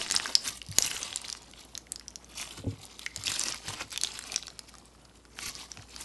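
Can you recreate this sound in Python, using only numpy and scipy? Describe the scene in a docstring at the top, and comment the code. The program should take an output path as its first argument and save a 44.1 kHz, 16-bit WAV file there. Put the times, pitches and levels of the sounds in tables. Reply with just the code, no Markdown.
"""Short pitched pops burst out at once, as hands squeeze and stretch wet slime full of gel beads.
Each pop is a few fading tones; between them, coloured noise and swarms of tiny bubbles hiss and crackle.
The lump and the wrists thump the table now and then, which rings in low tones.
Behind it all are short echoes, a faint long room tail near 2 kHz after one burst, made of narrow noise,
and the soft air and hum of a quiet room. A faint, unrelated side layer wavers in the treble."""
import sys
import numpy as np
from scipy import signal
from scipy.fft import rfft, irfft, next_fast_len
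from scipy.io import wavfile
from scipy.ndimage import uniform_filter1d, map_coordinates

SR = 44100
rng = np.random.default_rng(int(sys.argv[2]) if len(sys.argv) > 2 else 0)


def master_out(mix):
    """Clip the mix to full scale and print it as 16-bit PCM to the path in sys.argv[1]."""
    frames = np.transpose(np.atleast_2d(mix))
    ceiling = np.clip(frames, -1, 1)
    pcm = np.round(ceiling * 32767).astype(np.int16)
    wavfile.write(sys.argv[1], SR, pcm)


N = 266364  # length in samples, about 6 s


def amp(db):
    """Turn a level in dB into a gain."""
    return 10 ** (np.asarray(db) / 20)


def unit(x):
    """Scale x to an rms of 1."""
    return x / np.sqrt(np.mean(x ** 2) + 1e-20)


def along(points, hz):
    """Read a curve of (Hz, value) points at any frequency, on a log axis."""
    f, v = np.transpose(points)
    return np.interp(np.log(hz + 1), np.log(f + 1), v)


def wobble(rate):
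    """A smooth random curve, with `rate` random points a second."""
    knots = rng.standard_normal(int(N * rate / SR) + 4)
    return map_coordinates(knots, [np.arange(N) * rate / SR])


def filtered(x, response):
    """Change the strength of each frequency in x by a response function."""
    m = next_fast_len(N + SR // 2)
    return irfft(rfft(x, m) * response(np.fft.rfftfreq(m, 1 / SR)), m)[..., :N]


def noise(spectrum, patchy_db):
    """Coloured noise of rms 1, with patches of random gain in time and pitch."""
    z = signal.stft(rng.standard_normal(N), nperseg=256)[2]
    field = uniform_filter1d(rng.standard_normal(z.shape), 8, 0)
    field = uniform_filter1d(field, 5, 1)
    white = signal.istft(z * amp(patchy_db * unit(field)), nperseg=256)[1][:N]
    return unit(filtered(white, lambda hz: amp(along(spectrum, hz))))


def rings(s, db, hz, cycles, rise, size):
    """Add up fading tones that swell over about `rise` cycles and lose 60 dB in `cycles`; peak about db."""
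    turns = hz[:, None] * np.arange(size) / SR
    swell = (1 - np.exp(-turns / rise)) ** 2
    shape = swell * amp(-60 * turns / np.reshape(cycles, (-1, 1)))
    shape = shape / shape.max(axis=1, keepdims=True)
    at = np.round(s * SR).astype(int)[:, None] + np.arange(size)
    wave = amp(db)[:, None] * shape * np.sin(2 * np.pi * turns)
    return np.bincount(at.ravel(), wave.ravel(), N + SR)[:N]


# Bursting air pockets. Each row: start in seconds, level in dB, pitch of the cavity in Hz,
# low smack in dB and bright snap in dB, these two against the level.
BURSTS = [(.0148,-14.5,3080,-8.5,-30),(.0633,-22,2880,-4,-18),(.101,-18,4600,-8,-7),(.1112,-6,6650,-16,-6),(.122,-8.5,7700,-29,-7),(.1428,-23,1390,0.5,-10),
          (.1514,-8.5,8800,-15.5,-18),(.1636,-4.5,5140,-40,-18),(.174,-16.5,5860,-9,-12),(.1987,-17.5,2630,-2,-33),(.2578,-24,1250,3.5,-7),(.268,-19,6500,-17,-9),(.277,-25,5470,-18,-8),(.353,2.5,5100,-31,-12.5),
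          (.4774,-12.5,6050,-32,-30),(.6166,-20,3030,-20.5,-15),(.6278,-35,5000,-28,1),(.6648,-30,5300,-33,-5),(.6869,-33.5,4840,-26,0),(.7152,-24.5,5950,-30,1),(.7259,-28,4680,-16,-12),
          (.7851,4.5,6620,-24,-6.5),(.8235,-6.5,5750,-30,-23),(.8463,-15,5960,-35,-12),(.863,-14,6300,-38.5,-1),(.8752,-24,3100,-18,-12),(.9137,-17,3020,-9,-27),
          (.966,-18.5,3230,-15,-30),(1.0152,-24,7150,-23,-30),(1.0303,-12.5,6240,-34,-19),(1.128,-20,3370,-10,-26),(1.1412,-25,4100,-15,-13),
          (1.1599,-7.5,7360,-31,-14),(1.1722,-20,4140,-33,-23),(1.2166,-22,9100,-28,-28),(1.2444,-28,2220,-14,-15),(1.2496,-26,4000,-20,-19),
          (1.2835,-23,5200,-21,-7),(1.2918,-26.5,3130,-4,-3),(1.3004,-18,5070,-24,-6.5),(1.3274,-14,5700,-40,-13),(1.3504,-30.5,2870,-1.5,-16),(1.4215,-37,7000,-17,-3),(1.431,-34,6740,-18,-10),
          (1.513,-33,6380,-29,-2),(1.5364,-33.5,3030,-9,-14),(1.6512,-35.5,10300,-14,-1),(1.7521,-20,4070,-32,-17),(1.777,-16.5,6280,-19.5,-6.5),
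          (1.869,-38,2190,-22,-20),(1.9205,-9.5,8600,-42,-27),(1.9596,-21,5170,-26,-11),(1.9965,-27.5,5300,-35,-8),(2.0103,-39,2050,-8,-25),(2.0816,-20,5670,-42,-19),
          (2.1056,-35,6230,-22,-6),(2.1578,-18.5,5570,-40,-13.5),(2.2451,-29,6200,-33,-32),(2.4142,-21.5,7020,-40,3.5),(2.5086,-28,3130,-40,-6),(2.8537,-26.5,9700,-29,-13),
          (2.9936,-26.5,3560,-13,0),(3.063,-15,2070,-23.5,-13),(3.1617,-10.5,6900,-24.5,-10),(3.1744,-25.5,5030,-25,-6),(3.226,-29.5,4540,-16,-21),
          (3.2379,-16,7400,-22,-20),(3.269,-11.5,5100,-33,-12),(3.28,-10.5,3460,-19,-16),(3.3186,-12.5,7000,-12.5,-27),(3.3653,-18,3330,-7,-31),(3.3953,-7,7560,-28,-14),
          (3.405,-18,6060,-31,-7),(3.4127,-12,6040,-14,-14),(3.4371,-13,5900,-27,-3.5),(3.4844,-16,5500,-11,-12),(3.5236,-13.5,5500,-33,-23.5),(3.5447,-25,2170,-5,0),
          (3.5768,-30,5060,-17,-21),(3.683,-22.5,5000,-4,-8),(3.7378,-24,3170,-19,-22),(3.8084,-27.5,2010,5,-4),(3.812,-21.5,2030,-1,-20),
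          (3.8186,-23.5,3200,-21,-18),(3.9065,-26,6600,-20,-3),(3.9182,-23,6000,-14,-10),(3.9276,-22,9260,-9,-7),(3.9605,-19,3530,-14,-10),(3.9762,-11.5,3440,-19,-6.5),
          (4.0133,-15.5,4300,-37,-2),(4.0355,-4,6480,-26,-12),(4.0474,-10.5,3680,-36,-19),(4.0719,-18,4000,-25,-19.5),(4.1182,-25.5,5200,-16,-23),(4.1907,-18,8100,-9,-5.5),
          (4.2394,-24.5,5950,-9,-29),(4.3201,-19,4660,-22,-6),(4.3421,-22.5,2500,-28,-1),(4.3609,-4.5,5740,-23,-17),(4.3784,-26,4060,-8,-26),(4.4265,-24,4000,-25,-30),
          (4.433,-31.5,3280,-6,-11),(4.4694,-23,4500,-34,-9.5),(4.4811,-21.5,5700,-10.5,-20),(4.5028,-30,4280,-18,-14),(4.5921,-20.5,5040,-18.5,-3.5),(4.693,-38,4700,-11,-3),
          (4.7404,-39,1210,-13,-3),(4.7528,-31,6200,-9,-11),(4.7841,-32.5,6660,-16,-4),(4.8557,-37.5,9150,-21,-7),(5.053,-37.5,5140,-12,-17),(5.2525,-42,5100,-2,-3),(5.389,-20,3100,-6.5,-13),(5.5522,-22.5,5000,-31,-32),
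          (5.7171,-21.5,5800,-21,-15),(5.7727,-29,2740,-7,-12),(5.8227,-33,5700,-19,-19),(5.9631,-25.5,4870,-11,-7),(6.0102,-30,9230,-15,0)]


def pops():
    """A film snaps, the opened cavity rings on three modes, and the gel gives a low smack."""
    s, db, hz, low_db, bright_db = np.transpose(BURSTS)
    u = rng.uniform(-0.58, 1, (len(s), 5))
    # a wetter burst is more damped
    cavity_cycles = 14 * amp(-.25 * np.maximum(low_db, -18) - 1.5 + u[:, 0])
    cavity = rings(s, db - 5.9, hz, cavity_cycles, rise=1.0, size=800)
    upper_hz = np.minimum(hz * (1.181 + 0.14 * u[:, 1]), 11000)
    upper = rings(s, db - 8.5, upper_hz, 12.6, rise=1.0, size=300)
    lower = rings(s, db - 23.5, hz * (0.675 + .03 * u[:, 1]), 32, rise=0.93, size=300)
    # large pockets and bright films crack hard; a small cavity rings high
    small = hz / 5000
    crack_db = db + 2 - 6 * small + 0.26 * bright_db
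    crack = rings(s, crack_db, 5200 * amp(2.3 * u[:, 4]), 8.3, rise=0.74, size=120)
    snap = rings(s, db + bright_db, 9600 * amp(1.2 * u[:, 3]), 8.4, rise=0.82, size=120)
    smack = rings(s, db + low_db, 1400 * amp(1.8 * u[:, 2]), 4, rise=.3, size=300)
    return cavity + upper + lower + crack + snap + smack


def puffs():
    """Bursts blow air at the microphone; doubling their dB lets the hardest, wettest ones stand out."""
    s, db, _, low_db, _ = np.transpose(BURSTS)
    return rings(s, 2 * db + low_db + 1.5, 550 + 0 * s, .9, rise=.1, size=200)


# Pushes and pulls of the fingers. Each row: time of the peak in seconds, peak level in dB,
# rise and fall in seconds for 20 dB, thick gel in dB and thin films in dB, these two against the peak.
SQUELCHES = [(0.005, -36.5, 0.036, 0.14, -1, 2.5), (0.162, -39, 0.2, .2, -8.5, -2),
             (0.3, -40, 0.44, 0.096, 8, 4), (0.476, -36, .07, 0.061, -1, 5),
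             (0.571, -49, .15, 0.032, -11, 9), (0.757, -55, 0.081, 0.14, -4, 4),
             (0.829, -38, 0.094, 0.27, -2, 8.5), (0.97, -43, 0.33, .5, 2, -0.5),
             (1.297, -53, .4, 0.15, 4, 7), (1.605, -55.5, 0.12, 0.11, 3, 4.5),
             (1.771, -64, .15, 0.1, 10, 8), (2.407, -38, 0.082, .1, -1, 5),
             (2.576, -51.5, 0.39, 0.056, 7, 6.5), (2.712, -53.5, 0.051, 0.089, -1, 1),
             (2.839, -48.5, 0.071, 0.036, -16, 4.5), (2.913, -53, 0.065, .07, -1.5, -3),
             (3.05, -49, .09, 0.047, -19, 3), (3.285, -33, 0.068, 0.28, -14.5, 1.5),
             (3.487, -34, 0.3, .1, 0, 0.5), (3.697, -38.5, 0.058, 0.092, 1.5, 3),
             (3.813, -44.5, 0.15, 0.029, 10, -0.5), (3.928, -42, 0.03, 0.088, -3, -5),
             (4.045, -43.5, 0.039, 0.56, 0, 2), (4.352, -46, 0.67, 0.062, 2.5, 3.5),
             (4.701, -62.5, 0.074, 0.35, 0, 6), (5.4, -50.5, 0.053, 0.27, 4, 7),
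             (5.47, -41, .1, .08, -12, 1.5), (5.616, -43.5, 0.12, 0.043, -4, 2.5),
             (5.719, -57.5, 0.065, 0.043, 3, 6), (5.822, -55, .17, 0.037, 1.5, 2),
             (5.909, -53.5, 0.017, 0.64, -7, -1), (6.035, -48.5, 0.17, .1, 0.5, 9)]
# The stretched slime creeps on between squelches: level in dB, then thick gel and thin films against it.
CREEP_DB, CREEP_THICK_DB, CREEP_THIN_DB = -70, 8.5, 6.5
HOLD_S = 0.011  # each squelch stays at its peak this many seconds on either side


def effort():
    """Gains of the squish, its thick gel and its thin films: squelches add in power over a slow creep."""
    t = np.arange(N) / SR
    power = amp(2 * (CREEP_DB + np.array([[0], [CREEP_THICK_DB], [CREEP_THIN_DB]])))
    for s, db, rise_s, fall_s, thick_db, thin_db in SQUELCHES:
        before = (s - HOLD_S - t) / rise_s
        after = (t - s - HOLD_S) / fall_s
        away = np.maximum(np.maximum(before, after), 0)
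        parts = amp(2 * np.array([[0], [thick_db], [thin_db]]))  # 2 * dB gives power
        power = power + parts * amp(2 * (db - 20 * away))
    return np.sqrt(power)


def crackle(pitch_hz, spread_db, cycles, scatter_db, count):
    """Many small bubbles of random pitch, at random times; rare ones are much louder."""
    u, e = rng.uniform(size=count), rng.exponential(size=count)
    hz = np.clip(pitch_hz * amp(spread_db * rng.standard_normal(count)), 300, 11500)
    return unit(rings(u * N / SR, scatter_db * np.minimum(e, 4.5), hz, cycles, rise=0.51, size=500))


# The hiss of tiny films tearing. Each row: frequency in Hz, relative strength in dB per Hz.
TEARING_FILMS = [(350, -7.5), (600, -42), (1150, -2), (1760, -15), (1920, -4), (4570, -1), (8450, -8),
                 (10100, -12.5), (12000, -11), (15600, -49), (22000, -120)]
# The sucking of thick gel. Each row: frequency in Hz, relative strength in dB per Hz.
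SUCKING_GEL = [(150, -10.5), (250, 4), (637, -3), (826, 1), (2200, -5), (2390, -8.5), (3000, 1),
               (3900, -23), (6600, -120)]


def squish():
    """Working the slime gives fizz and crackle, and a duller sucking when thick gel moves."""
    level, thick, thin = effort()
    slips = wobble(45)  # the gel gives way in jerks
    fizz = amp(-4.0 + 2.3 * slips + 3.34 * wobble(150)) * noise(TEARING_FILMS, patchy_db=3.0)
    ticks = amp(-6.0 + 1.1 * slips) * crackle(5340, 3.11, cycles=12, scatter_db=4.5, count=6000)
    crisp = fizz + ticks
    # thin films add the sharp top
    top = filtered(crisp, lambda hz: 1 / (1 + (7300 / (hz + 1)) ** 6))
    suck = amp(-11.5 + 2.8 * slips) * noise(SUCKING_GEL, patchy_db=3.0)
    plops = amp(-17.5) * crackle(1490, 3.14, cycles=3.5, scatter_db=3.0, count=600)
    bubbles = amp(-16.0) * crackle(3030, 2.94, cycles=32, scatter_db=5.5, count=500)
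    # sticky threads letting go
    snaps = amp(-12.5) * crackle(3800, 2.75, cycles=3.4, scatter_db=2.5, count=420)
    # the square root lets soft pops, and ticks of parting strands, go on in a slow stretch
    gentle = np.sqrt(level)
    hollows = gentle * amp(-39.0) * crackle(900, 1.5, cycles=9, scatter_db=1.8, count=400)
    strands = gentle * amp(-37) * crackle(4470, 4.6, cycles=5.5, scatter_db=2.6, count=500)
    worked = level * (snaps + bubbles + crisp - top)
    return hollows + strands + worked + thin * top + thick * (suck + plops)


# Knocks on the table. Each row: start in seconds, level in dB, hardness in dB added to the upper modes.
KNOCKS = [(0.147, -46.5, -16), (0.477, -47.5, -17), (0.687, -35, -33), (1.1, -54, -7), (2.584, -39, -6),
          (2.639, -38, 3), (2.664, -24.5, -3), (2.719, -38, -5), (2.779, -46, -14), (3.176, -41.5, -14),
          (3.278, -40.5, -5), (3.677, -37.5, -11), (3.839, -48, -3), (5.463, -47, -6), (5.776, -41.5, -11)]
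# Tones of the table. Each row: frequency in Hz, relative level in dB, seconds to fade by 60 dB.
TABLE_MODES = [(102.1, -0.5, 0.18), (145, -2, 0.089), (267.2, 0, 0.13), (353, -5, 0.083), (460, -8, 0.18),
               (523, -3.5, 0.042), (830, -18, 0.086)]


def thumps():
    """Each soft blow rings the table; a harder one reaches its upper modes."""
    s, db, hard_db = np.transpose(KNOCKS)
    lean = rng.normal(0, 1.5, (len(s), len(TABLE_MODES)))  # dB, each blow favours other modes
    total = np.zeros(N)
    for k, (hz, level, t60) in enumerate(TABLE_MODES):
        mode_db = db - 1.5 + level + lean[:, k] + hard_db * (hz > 200)
        total += rings(s, mode_db, hz + 0 * s, hz * t60, rise=0.48, size=12000)
    return total


# A faint, long room tail near 2 kHz after one burst: seconds to fade by 60 dB, pitch in Hz,
# width in Hz, level in dB before it flutters.
LONG_TAIL = (0.7, 2120, 300, -51.5)
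LONG_TAIL_START_S = 3.066


def long_tail():
    """The room holds on to a narrow band after one burst: fluttering noise that dies away."""
    t60, hz, width_hz, db = LONG_TAIL
    t = np.arange(N) / SR - LONG_TAIL_START_S
    band = noise([(hz - 2 * width_hz, -40), (hz, 0), (hz + 2 * width_hz, -40)], patchy_db=6.5)
    fade_db = db - 60 * np.maximum(t, 0) / t60
    return (t > 0) * amp(fade_db + 2.3 * wobble(50)) * band


# Echo of the table and hands. Each row: frequency in Hz, seconds to fade by 60 dB.
NEAR_ECHO = [(500, 0.051), (3000, 0.022), (6000, 0.024), (11000, 0.017)]
# Echo of the far walls. Each row: frequency in Hz, seconds to fade by 60 dB.
WALL_ECHO = [(800, 0.23), (2200, 0.18), (5000, 0.3), (11000, 0.11)]


def echoed(x, points):
    """x through noise tails whose frequencies die at their own speed, a new tail each quarter second."""
    step, out = SR // 4, np.zeros(N + SR)
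    for a in range(0, N, step):
        hz, t, z = signal.stft(rng.standard_normal(step), SR, nperseg=64)
        decay = amp(-60 * t / along(points, hz)[:, None])
        tail = signal.istft(z * decay, SR, nperseg=64)[1][:step]
        wet = signal.fftconvolve(x[a:a + step], tail / np.linalg.norm(tail))
        out[a:a + len(wet)] += wet
    return out[:N]


# Machines far off. Each row: frequency in Hz, relative level in dB.
FAR_HUM = [(58, -61.5), (51, -76)]
# Colour of the room's air noise. Each row: frequency in Hz, relative strength in dB per Hz.
AIR_COLOUR = [(30, -33), (45, -10), (64, -3.5), (103, -1), (250, -1), (530, -7), (900, -14), (1100, -14),
              (2500, -25), (5900, -24), (11300, -25.5), (12500, -50)]
AIR_DB = -59.5  # rms level around which the air noise wavers


def room_tone():
    """Soft air noise over a low hum that wavers in level and phase."""
    t = np.arange(N) / SR
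    hum = np.zeros(N)
    for hz, db in FAR_HUM:
        gain = amp(db + 2 + 2.2 * wobble(5.0))
        hum += gain * np.sin(2 * np.pi * hz * t + 0.52 * wobble(6.2))
    return hum + amp(AIR_DB + 0.25 * wobble(5.2)) * noise(AIR_COLOUR, patchy_db=1.3)


def scattered(x):
    """x with its phases shuffled in short frames: similar colour and timing, unrelated waveform."""
    z = signal.stft(x, nperseg=256)[2]
    turned = z * np.exp(2j * np.pi * rng.uniform(size=z.shape))
    return unit(signal.istft(turned, nperseg=256)[1][:N]) * np.std(x)


# A faint, unrelated side layer in the treble. Each row: frequency in Hz,
# gain from the middle to the side in dB before it wavers.
SIDE_TREBLE = [(3000, -49), (3900, -46), (4300, -19), (7000, -12.5), (12000, -14)]


def scene():
    """Every source sits in the middle; a faint treble side layer wavers at random."""
    worked, air = squish(), room_tone()
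    slime = pops() + worked + long_tail()
    echoes = amp(-9.5) * echoed(slime, NEAR_ECHO) + amp(-17.5) * echoed(slime, WALL_ECHO)
    mid = slime + echoes + puffs() + thumps() + air  # puffs and thumps have no echo
    layer = filtered(scattered(worked + air), lambda hz: amp(along(SIDE_TREBLE, hz)))
    side = amp(3.4 * wobble(9)) * layer
    return np.array([mid + side, mid - side])


# Treble roll-off of the microphone. Each row: frequency in Hz, gain in dB.
MIC_TREBLE = [(11000, 0.5), (11700, -1.5), (12200, -26.5), (13000, -21)]
TOP_HZ, FULL_SCALE = 13324, .87  # band limit in Hz; amplitude where the input overloads


def record(dry):
    """The loudest pops overload the input; the top treble is lost above the band limit."""
    squeezed = dry / (1 + np.abs(dry / FULL_SCALE) ** 8) ** (1 / 8)
    return filtered(squeezed, lambda hz: amp(along(MIC_TREBLE, hz)) * (hz < TOP_HZ))


dry = scene()
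out = record(dry)
master_out(out)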